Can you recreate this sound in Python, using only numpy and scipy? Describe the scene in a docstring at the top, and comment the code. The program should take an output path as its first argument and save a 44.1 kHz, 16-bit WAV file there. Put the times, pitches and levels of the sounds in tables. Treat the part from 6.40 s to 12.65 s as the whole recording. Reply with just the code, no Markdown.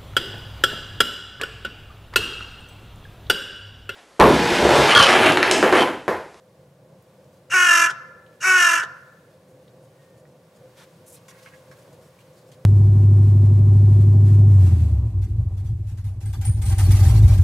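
"""Crow on a snowy roof edge

A crow caws twice, hoarse and fluttering: overtones and noise pass through throat resonances, and house walls
answer with single copies and a decaying noise tail. Faint, evenly spaced soft ticks follow, perhaps distant
footsteps or drips; the crow shuffles, leaves with rustling feathers (all coloured bursts of grains) and knocks
on the sheet-metal ledge (decaying modes). Small tones tick and one faint note falls; a distant hum and the soft
hiss of the town, both filtered noise, lie under it all."""
import sys
import numpy as np
from scipy import signal
from scipy.fft import rfft, irfft, next_fast_len
from scipy.io import wavfile
from scipy.ndimage import uniform_filter1d, map_coordinates

SR = 44100
rng = np.random.default_rng(int(sys.argv[2]) if len(sys.argv) > 2 else 0)


def wav_out(sig):
    """Save sig, one row per channel (or a flat mono array), as 16-bit PCM at SR to the path in sys.argv[1]."""
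    wavfile.write(sys.argv[1], SR, np.round(np.clip(np.atleast_2d(sig).T, -1, 1) * 32767).astype(np.int16))


N = 275669
T = np.arange(N) / SR  # time in s

# Town hum and hiss: relative noise spectra [f/Hz, density/dB] and level courses [t/s, level/dB]
HUM_SPECTRUM = [(18, -84), (30, -45), (74, -15), (135, -1.5), (200, -8.5), (225, -16.5), (386, -12.5),
                (439, -15.5), (518, -1), (571, -12.5), (620, -10), (673, -17), (1060, -27.5), (1270, -37.5),
                (1500, -31.5), (1950, -61), (3300, -120)]
HUM_LEVEL = [(0, -52.5), (5.6, -51.5), (6.25, -50.5)]
HISS_SPECTRUM = [(530, -23), (900, -4), (1170, -1.5), (1260, -10.5), (1420, -6.5), (2680, -12.5),
                 (6430, -16.5), (9320, -18), (15800, -23)]
HISS_LEVEL = [(0, -65.5), (1.5, -64.5), (3.2, -65), (4.2, -64.5), (4.9, -58), (5.4, -61), (6.25, -62.5)]

# Stereo width: side against mid, before each source's own offset [f/Hz, level/dB]
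STEREO_WIDTH = [(150, -41.5), (300, -28.5), (700, -13), (1300, -6.5), (4000, -2.5), (8000, -9.5),
                (15000, -1)]

# Far note [t/s, length/s, first f/Hz, starting level/dB]
FAR_NOTE = (3.56, .28, 1885, -63)
FAR_FALL_HZ_PER_S, FAR_FADE_DB_PER_S, FAR_EDGE_S = 399, 28, .035

# Near-wall reflections [delay/s, left level/dB, right level/dB]
WALL_ECHOES = [(.0021, -6.5, -26), (.0047, -28.5, -7.5), (.0083, -15, -25), (.013, -25.5, -8),
               (.021, -16.5, -21)]
# Reverberation of the yard: decay [f/Hz, t60/s] and relative colour [f/Hz, level/dB]
YARD_DECAY = [(300, 0.31), (600, 0.65), (1000, 0.7), (1700, 0.92), (3000, 0.7), (6000, .7), (12000, 0.23)]
YARD_COLOUR = [(300, 4.5), (1000, 10), (1750, -2), (2200, -3.5), (3000, -8.5), (4500, 0.5), (6000, -8),
               (12000, -12.5)]

# Faint, evenly spaced soft ticks, perhaps distant footsteps or drips; then feathers brush and snow
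# gives way, all swelling softly [t/s, hold/s, level/dB, brightest f/Hz]
SOFT_SWELLS = [(3.073, .03, -71, 9010), (3.409, .03, -68, 8520), (3.764, .027, -68, 8000),
               (4.139, .022, -66.5, 6000), (4.346, .06, -57.5, 4000), (4.36, .05, -53.5, 800),
               (4.734, .033, -58, 3900), (4.966, .06, -60, 5020), (5.12, .05, -64.5, 3500),
               (5.357, .05, -64.5, 7000), (5.523, .016, -63.5, 5900), (5.6, .05, -64.5, 6960),
               (5.947, .05, -65, 6060), (6.06, .02, -63.5, 7090)]
# Sudden flicks of wing and claw [t/s, hold/s, level/dB, brightest f/Hz]
FLICKS = [(4.661, .077, -54, 9600), (4.722, .03, -52.5, 9800), (4.88, .024, -50.5, 6010),
          (5.05, .035, -57, 2012), (5.311, .012, -59, 4005), (5.786, .03, -64, 6010),
          (6.115, .019, -55, 3500)]
SWELL_RISE, FLICK_RISE_S = .52, .003  # a swell rises over this share of its hold
BURST_T60_S = 0.073
REACH_HZ, WIDEST_OCTAVES = 13220, 1.35  # the band's spread runs from its brightest f towards REACH_HZ
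STIRS_PER_S, STIR_DB = 1.3, -71  # randomly timed, fainter swells; level of the loudest

# Modes of the sheet-metal ledge [f/Hz, relative level/dB, t60/s]
LEDGE_MODES = [(1100, -5, .06), (1620, 1, .06), (1900, -11, .04), (2160, -5, .06), (2600, -11, .04)]
# Claws drag on the ledge [centre t/s, half-length/s, level/dB]
SCRAPE = (5.06, 0.16, -64)
SCRAPE_WIDTH_HZ = 50  # half-width of each mode
# Claw knocks [t/s, nominal level/dB]
KNOCKS = [(4.8839, -37), (4.912, -39), (4.9472, -44), (5.0605, -31), (5.1358, -38), (5.3137, -37)]
BOUNCE_S, BOUNCE_DB = 0.0092, -15  # a second, weaker touch follows each knock
# Small ticks [t/s, peak level/dB, f/Hz]
TICKS = [(.625, -51, 8950), (.844, -55, 9000), (1.864, -49.5, 3500), (1.929, -55.5, 3000),
         (3.28, -50, 3700), (3.853, -52, 1866), (5.789, -49.5, 2296), (5.808, -51.5, 2865)]
TICK_CYCLES = 36  # t60 in cycles

# The throat shuts on a last puff [t/s, length/s, level/dB]
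CLOSINGS = [(1.498, 0.018, -33), (2.427, 0.015, -35)]
# Relative spectrum of that puff [f/Hz, density/dB]
PUFF_SPECTRUM = [(200, -25.5), (350, -5), (700, -11), (1500, -1), (2500, -12), (3300, -5.5), (4300, -16),
                 (5500, -11), (10000, -23.5), (15000, -45)]

# One course per caw [t/s, pitch f/Hz, nominal level/dB, relative treble level/dB]
CAWS = [
    [(1.098, 328, -55.5, 7), (1.103, 322.4, -41, 8), (1.118, 333.7, -25.5, 5), (1.144, 377, -15.5, -0.5),
     (1.166, 364.8, -15, -1), (1.245, 357.3, -16, 0.5), (1.3, 340.5, -14.5, 1.5), (1.375, 336.5, -14.5, 3),
     (1.46, 335.7, -16.5, -0.2), (1.482, 335.7, -23, -9.5), (1.508, 329.7, -29, 1.5),
     (1.52, 331.7, -58.5, -.6)],
    [(2.003, 336.6, -58.5, 12), (2.007, 331, -44, 10.5), (2.032, 361.8, -27, 7.5), (2.052, 377.2, -20, 3),
     (2.08, 373.4, -13.5, 0.5), (2.16, 367.2, -15.5, -2), (2.224, 349.5, -15, 3), (2.28, 339.8, -16.5, 3),
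     (2.34, 334.8, -17, 1.4), (2.4, 330.2, -21, -2.5), (2.43, 326, -29.5, -8), (2.458, 327, -43, -3)],
]
# Throat flutter of each caw [t of one dip/s, rate/Hz, change of rate/(Hz/s)]
FLUTTER = [(1.325, 46.2, -6), (2.284, 45.8, -4)]
# Flutter across the spectrum [f/Hz, share of the depth, phase/rad]
FLUTTER_REACH = [(350, .15, .1), (700, .5, .1), (1050, .3, .1), (1400, .6, -1.4), (1750, .4, .1),
                 (2100, .9, .2), (2500, 1.2, .1), (3200, 1.2, .1), (6000, .7, .1)]
# Throat resonances, beak half open and wide open [f/Hz, level/dB]
THROAT_NARROW = [(180, -47.5), (300, -18), (381, -21), (521, -34), (566, -33), (734, -13), (1500, 2.5),
                 (1870, -7), (2250, -1.5), (2640, -5), (3600, -39.5), (4680, -68.5), (7920, -120)]
THROAT_WIDE = [(180, -55), (300, -20.5), (350, -25), (500, -28.5), (680, -17), (800, -27.5), (1020, -12.5),
               (1180, -17.5), (1370, 0.5), (1720, -4), (2050, -13), (2400, -12), (2750, -3.5), (3100, -12),
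               (3600, -28), (4680, -55)]
# Upper windpipe resonances [f/Hz, relative level/dB]
THROAT_TREBLE = [(2500, -39), (3500, -17), (3800, -9.5), (4050, -16), (4450, -13.5), (4850, -10),
                 (5050, -16.5), (5400, -1.5), (5850, -3), (6400, -4), (6900, -4.5), (7300, -10.5),
                 (8100, -6.5), (9500, -20.5), (10300, -11.5), (11800, -16.5), (13100, -30), (15500, -35)]
# Sharp windpipe resonance that rings on through the dips [f/Hz, width/Hz, level/dB]
WINDPIPE = (1745, 45, 8)
# Colour as the beak shuts while the caw dies [f/Hz, level/dB]
BEAK_SHUT = [(1100, -1.5), (1520, 3), (1900, -3), (2700, -13), (3300, -6), (4200, -.6)]
SHUT_FADE_DB = 9  # fully shut this far under the full level
FULL_DB, HOARSE_LEAST, HOARSE_PER_DB = -15.5, .12, 0.07  # the fainter under full level, the hoarser
TENSE_HZ = 373.6  # as the pitch sags under this, the beak opens and the flutter deepens
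GAPE_SAG_HZ, GAPE_MOST = 16, 0.87
FLUTTER_SAG_HZ, FLUTTER_LEAST, FLUTTER_MOST = 28.02, 0.28, 1.035
FLUTTER_FADE_DB = 12  # a fading voice loses its extra flutter by this far under full level
DIP_SHARPNESS = 2.3  # short dips between long flat tops

TOP_HZ = 15800


def amp(db):
    """Decibel law: level to amplitude ratio."""
    return 10 ** (np.asarray(db) / 20)


def unit(x):
    """Normalization to unit root mean square."""
    return x / np.sqrt(np.mean(x ** 2) + 1e-20)


def along(points, hz, axis=1):
    """Linear interpolation of one table column over log frequency."""
    p = np.transpose(points)
    return np.interp(np.log(hz + 1), np.log(p[0] + 1), p[axis])


def course(points):
    """Linear interpolation of a level course over time, as amplitude."""
    return amp(np.interp(T, *np.transpose(points)))


def wobble(rate, size):
    """Band-limited random modulation: a smooth curve through `rate` random knots a second."""
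    knots = rng.standard_normal(int(size * rate / SR) + 4)
    return map_coordinates(knots, [np.arange(size) * rate / SR])


def filtered(x, response):
    """Linear filtering: multiplication of the spectrum by a response of frequency."""
    m = next_fast_len(x.shape[-1] + 8192)
    spectrum = rfft(x, m) * response(np.fft.rfftfreq(m, 1 / SR))
    return irfft(spectrum, m)[..., :x.shape[-1]]


def spread(pair, wide_db):
    """Mid-side stereo: two unrelated signals become the sum and difference of the channels."""
    side = filtered(pair[1], lambda hz: amp(along(STEREO_WIDTH, hz) + wide_db))
    return np.array([pair[0] + side, pair[0] - side])


def town():
    """Spectral shaping of noise: a low hum with a pipe-like band near 520 Hz, and a broad hiss."""
    hum = rng.standard_normal((2, N)) * amp(1.2 * wobble(9, N))
    hum = unit(filtered(hum, lambda hz: amp(along(HUM_SPECTRUM, hz)))) * course(HUM_LEVEL)
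    hiss = rng.standard_normal((2, N)) * amp(.9 * wobble(5.2, N))
    hiss = unit(filtered(hiss, lambda hz: amp(along(HISS_SPECTRUM, hz)))) * course(HISS_LEVEL)
    return spread(hum, wide_db=-1) + spread(hiss, wide_db=-1.5)


def far_note():
    """Linear frequency sweep: a faint falling note from far off, perhaps another bird."""
    s, length, hz, db = FAR_NOTE
    t = T - s
    edges = np.clip(np.minimum(t, length - t) / FAR_EDGE_S, 0, 1) ** 2
    fade_db = FAR_FADE_DB_PER_S * np.clip(t, 0, length)
    level = edges * amp(db - fade_db + 2.5 * wobble(25, N))
    cycles = (hz - FAR_FALL_HZ_PER_S * t / 2) * t
    return level * np.sin(2 * np.pi * cycles + .7 * wobble(60, N))


def yard(x):
    """Reflection and reverberation: near walls send single copies, then each frequency decays at its own rate."""
    near = sum(amp([[left], [right]]) * np.roll(x, round(s * SR)) for s, left, right in WALL_ECHOES)
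    mid, side = near.mean(0), (near[0] - near[1]) / 2
    side = filtered(side, lambda hz: np.minimum(1, amp(along(STEREO_WIDTH, hz) + 5)))
    hz, t, z = signal.stft(rng.standard_normal((2, SR)), SR, nperseg=256)
    decay_db = along(YARD_COLOUR, hz)[:, None] - 60 * t / along(YARD_DECAY, hz)[:, None]
    tail = signal.istft(z * amp(decay_db), SR, nperseg=256)[1]
    delayed = np.pad(x, (700, 0))[None]  # the tail starts 700 samples late
    wet = signal.fftconvolve(delayed, tail / np.linalg.norm(tail[0]), axes=1)[:, :N]
    return np.array([mid + side, mid - side]) + amp(-22) * spread(wet, wide_db=-0.3)


def grain_bursts():
    """Granular noise: bursts of fine, unevenly coloured grains make the soft ticks, rustles and flicks."""
    out = np.zeros((2, N + SR))
    t = T[:SR // 2]
    draws = rng.random((round(STIRS_PER_S * N / SR), 4))
    stirs = [(when * N / SR, .02 + 0.027 * long, STIR_DB - 4 * soft, 4000 * 2 ** high)
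             for when, long, soft, high in draws]
    rows = [(SWELL_RISE * row[1], *row) for row in SOFT_SWELLS + stirs]
    rows += [(FLICK_RISE_S, *row) for row in FLICKS]
    for rise, s, hold, db, top_hz in rows:
        octaves = min(np.log2(REACH_HZ / top_hz), WIDEST_OCTAVES)
        grain_db = 2.2 * wobble(90, len(t)) + 1.2 * wobble(600, len(t))
        grains = rng.standard_normal((2, len(t))) * amp(grain_db)
        ripple_db = rng.normal(0, 2.5, 80)

        def colour(hz):
            bump = np.exp(-(np.log2((hz + 1) / top_hz) / octaves) ** 2 / 2)
            bump = bump + 0.13 * (hz > 600) * (hz < 13000)
            ripple = amp(np.interp(hz, np.linspace(0, SR / 2, len(ripple_db)), ripple_db))
            return bump / (1 + (hz / 14500) ** 4) * ripple

        swell = np.sin(np.pi / 2 * np.clip(t / rise, 0, 1)) ** 2
        decay = amp(-60 * np.clip(t - rise - hold, 0, None) / BURST_T60_S)
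        out[:, round(s * SR):][:, :len(t)] += amp(db) * swell * decay * unit(filtered(grains, colour))
    return spread(out[:, :N], wide_db=-4.5)


def scrape():
    """Forced vibration: uneven friction keeps the ledge's modes humming."""
    s, length, db = SCRAPE

    def modes(f):
        return sum(amp(level) / (1 + ((f - hz) / SCRAPE_WIDTH_HZ) ** 2) for hz, level, _ in LEDGE_MODES)

    shape = amp(db + 4 * wobble(30, N)) * np.exp(-((T - s) / length) ** 4)
    return shape * unit(filtered(rng.standard_normal(N), modes))


def knocks():
    """Free vibration: struck ledge modes decay exponentially; small ticks are single short tones."""
    out, t = np.zeros(N + SR), T[:SR // 4]
    bounces = [(s + BOUNCE_S, db + BOUNCE_DB) for s, db in KNOCKS]
    for s, db in KNOCKS + bounces:
        noise = rng.standard_normal(len(t))
        thud = unit(filtered(noise, lambda hz: np.exp(-np.log2((hz + 1) / 1700) ** 2 * 1.8)))
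        thud = thud * amp(-60 * t / 0.04)
        ring = np.zeros(len(t))
        for hz, level, t60 in LEDGE_MODES:  # each touch excites the modes a little differently
            decay = amp(level + rng.normal(0, 1.35) - 60 * t / t60)
            ring += decay * np.sin(2 * np.pi * hz * rng.normal(1, 0.012) * t)
        onset = 1 - np.exp(-t / 0.0006)
        out[round(s * SR):][:len(t)] += amp(db - 10) * (ring * onset + 0.52 * thud)
    for s, db, hz in TICKS:
        decay = amp(db - 60 * t * hz / TICK_CYCLES)
        roughness = (hz / 2400) ** 2 * wobble(900, len(t))  # phase in rad; higher ticks are noisier
        out[round(s * SR):][:len(t)] += decay * np.sin(2 * np.pi * hz * t + roughness)
    return out[:N]


def closings():
    """Turbulent flow: a rough, broad puff of noise ends each caw."""
    shape = sum(amp(db) * np.exp(-((T - s - length / 2) / length) ** 2 * 4) for s, length, db in CLOSINGS)
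    puff = unit(filtered(rng.standard_normal(N), lambda hz: amp(along(PUFF_SPECTRUM, hz))))
    return shape * amp(3 * wobble(300, N)) * puff


def caw(rows, dip_s, flutter_rate, drift):
    """Source and filter: overtones and hoarse noise through a throat that opens and flutters."""
    s, *cols = np.transpose(rows)
    t = T[round(s[0] * SR):round(s[-1] * SR)]
    size = len(t)
    pitch, db, treble_db = [np.interp(t, s, c) for c in cols]
    sag, faint = TENSE_HZ - pitch, np.maximum(FULL_DB - db, 0)
    hoarse = np.clip(HOARSE_LEAST + HOARSE_PER_DB * faint, 0, 1)
    gape = np.clip(GAPE_MOST * np.clip(sag / GAPE_SAG_HZ, 0, 1), 0, 1)

    # flutter: periodic dips in level and pitch
    slack = np.clip(sag / FLUTTER_SAG_HZ, 0, 1)
    strength = np.clip(1 - (faint / FLUTTER_FADE_DB) ** 2, 0, 1)
    depth = FLUTTER_LEAST + (FLUTTER_MOST - FLUTTER_LEAST) * slack * strength
    since = t - dip_s
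    beat = 2 * np.pi * (flutter_rate + drift * since / 2) * since + .07 * wobble(20, size)

    def dip(phase):
        return np.exp(DIP_SHARPNESS * (np.cos(beat + phase) - 1))

    def pulse(hz):
        return 1 - depth * along(FLUTTER_REACH, hz) * dip(along(FLUTTER_REACH, hz, axis=2))

    # the pitch drops in each dip and lies a little above its mean in between
    bend = .023 * depth * (dip(.1) * np.exp(DIP_SHARPNESS) / np.i0(DIP_SHARPNESS) - 1)
    jitter = hoarse * (.022 * wobble(150, size) + 0.013 * wobble(40, size))
    cycle = 2 * np.pi * np.cumsum(pitch * (1 + jitter - bend)) / SR

    # overtones weighted by the throat
    order = np.arange(1, 45)[:, None]
    hz = order * pitch
    low_db = (1 - gape) * along(THROAT_NARROW, hz) + gape * along(THROAT_WIDE, hz)
    high_db = along(THROAT_TREBLE, hz * (1 - bend)) - 14 + treble_db
    throat_db = np.where(hz < 3600, low_db, high_db)
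    shimmer = np.array([wobble(40, size) for _ in hz]) * (.6 + 2.4 * np.sqrt(hoarse))
    shimmer = shimmer * np.minimum(1, order / 3)  # low overtones stay steadier
    waves = np.sin(order * cycle + rng.normal(0, 1.1, order.shape))
    lines = amp(throat_db + shimmer) * pulse(hz) * waves
    power = (amp(throat_db) ** 2).sum(0) / 2
    voice = lines.sum(0) / np.sqrt(uniform_filter1d(power, 500))

    # hoarse noise: air escapes once a cycle
    puffs = rng.standard_normal((3, size)) * (1 + 0.68 * np.cos(cycle))
    throats = (THROAT_NARROW, THROAT_WIDE, THROAT_TREBLE)
    narrow, wide, top = (unit(filtered(p, lambda f: amp(1.3 * along(c, f)))) for p, c in zip(puffs, throats))
    rasp = (np.sqrt(1 - gape) * narrow + np.sqrt(gape) * wide) * pulse(1750)
    air = amp(treble_db - 12.5) * np.sqrt(hoarse) * top * pulse(6000)
    sound = amp(db) * (np.sqrt(1 - hoarse) * voice + (.12 + hoarse) * rasp + air)

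    # the beak shuts in the second half as the level falls
    shut = np.clip(faint / SHUT_FADE_DB, 0, 1) * (t > t.mean())
    sound = (1 - shut) * sound + shut * filtered(sound, lambda f: amp(along(BEAK_SHUT, f)))
    pipe_hz, width, pipe_db = WINDPIPE

    def resonance(f):
        return amp(pipe_db) * 1j * f * width / (pipe_hz ** 2 - f * f + 1j * f * width)

    out = np.zeros(N)
    out[round(s[0] * SR):][:size] = sound + filtered(gape * sound, resonance)
    return out


def scene():
    """Superposition: crow and ledge in the yard, over the town."""
    crow = sum(caw(rows, *beat) for rows, beat in zip(CAWS, FLUTTER)) + closings()
    claws = knocks() + scrape()
    echoes = yard(crow + amp(4.5) * claws)
    return crow + claws + echoes + grain_bursts() + far_note() + town()


def record(dry):
    """Band limiting: a gentle cut of the deep bass below 55 Hz and nothing from TOP_HZ up."""
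    return filtered(dry, lambda hz: (hz < TOP_HZ) / np.sqrt(1 + (55 / (hz + 1)) ** 4))


dry = scene()
out = record(dry)
wav_out(out)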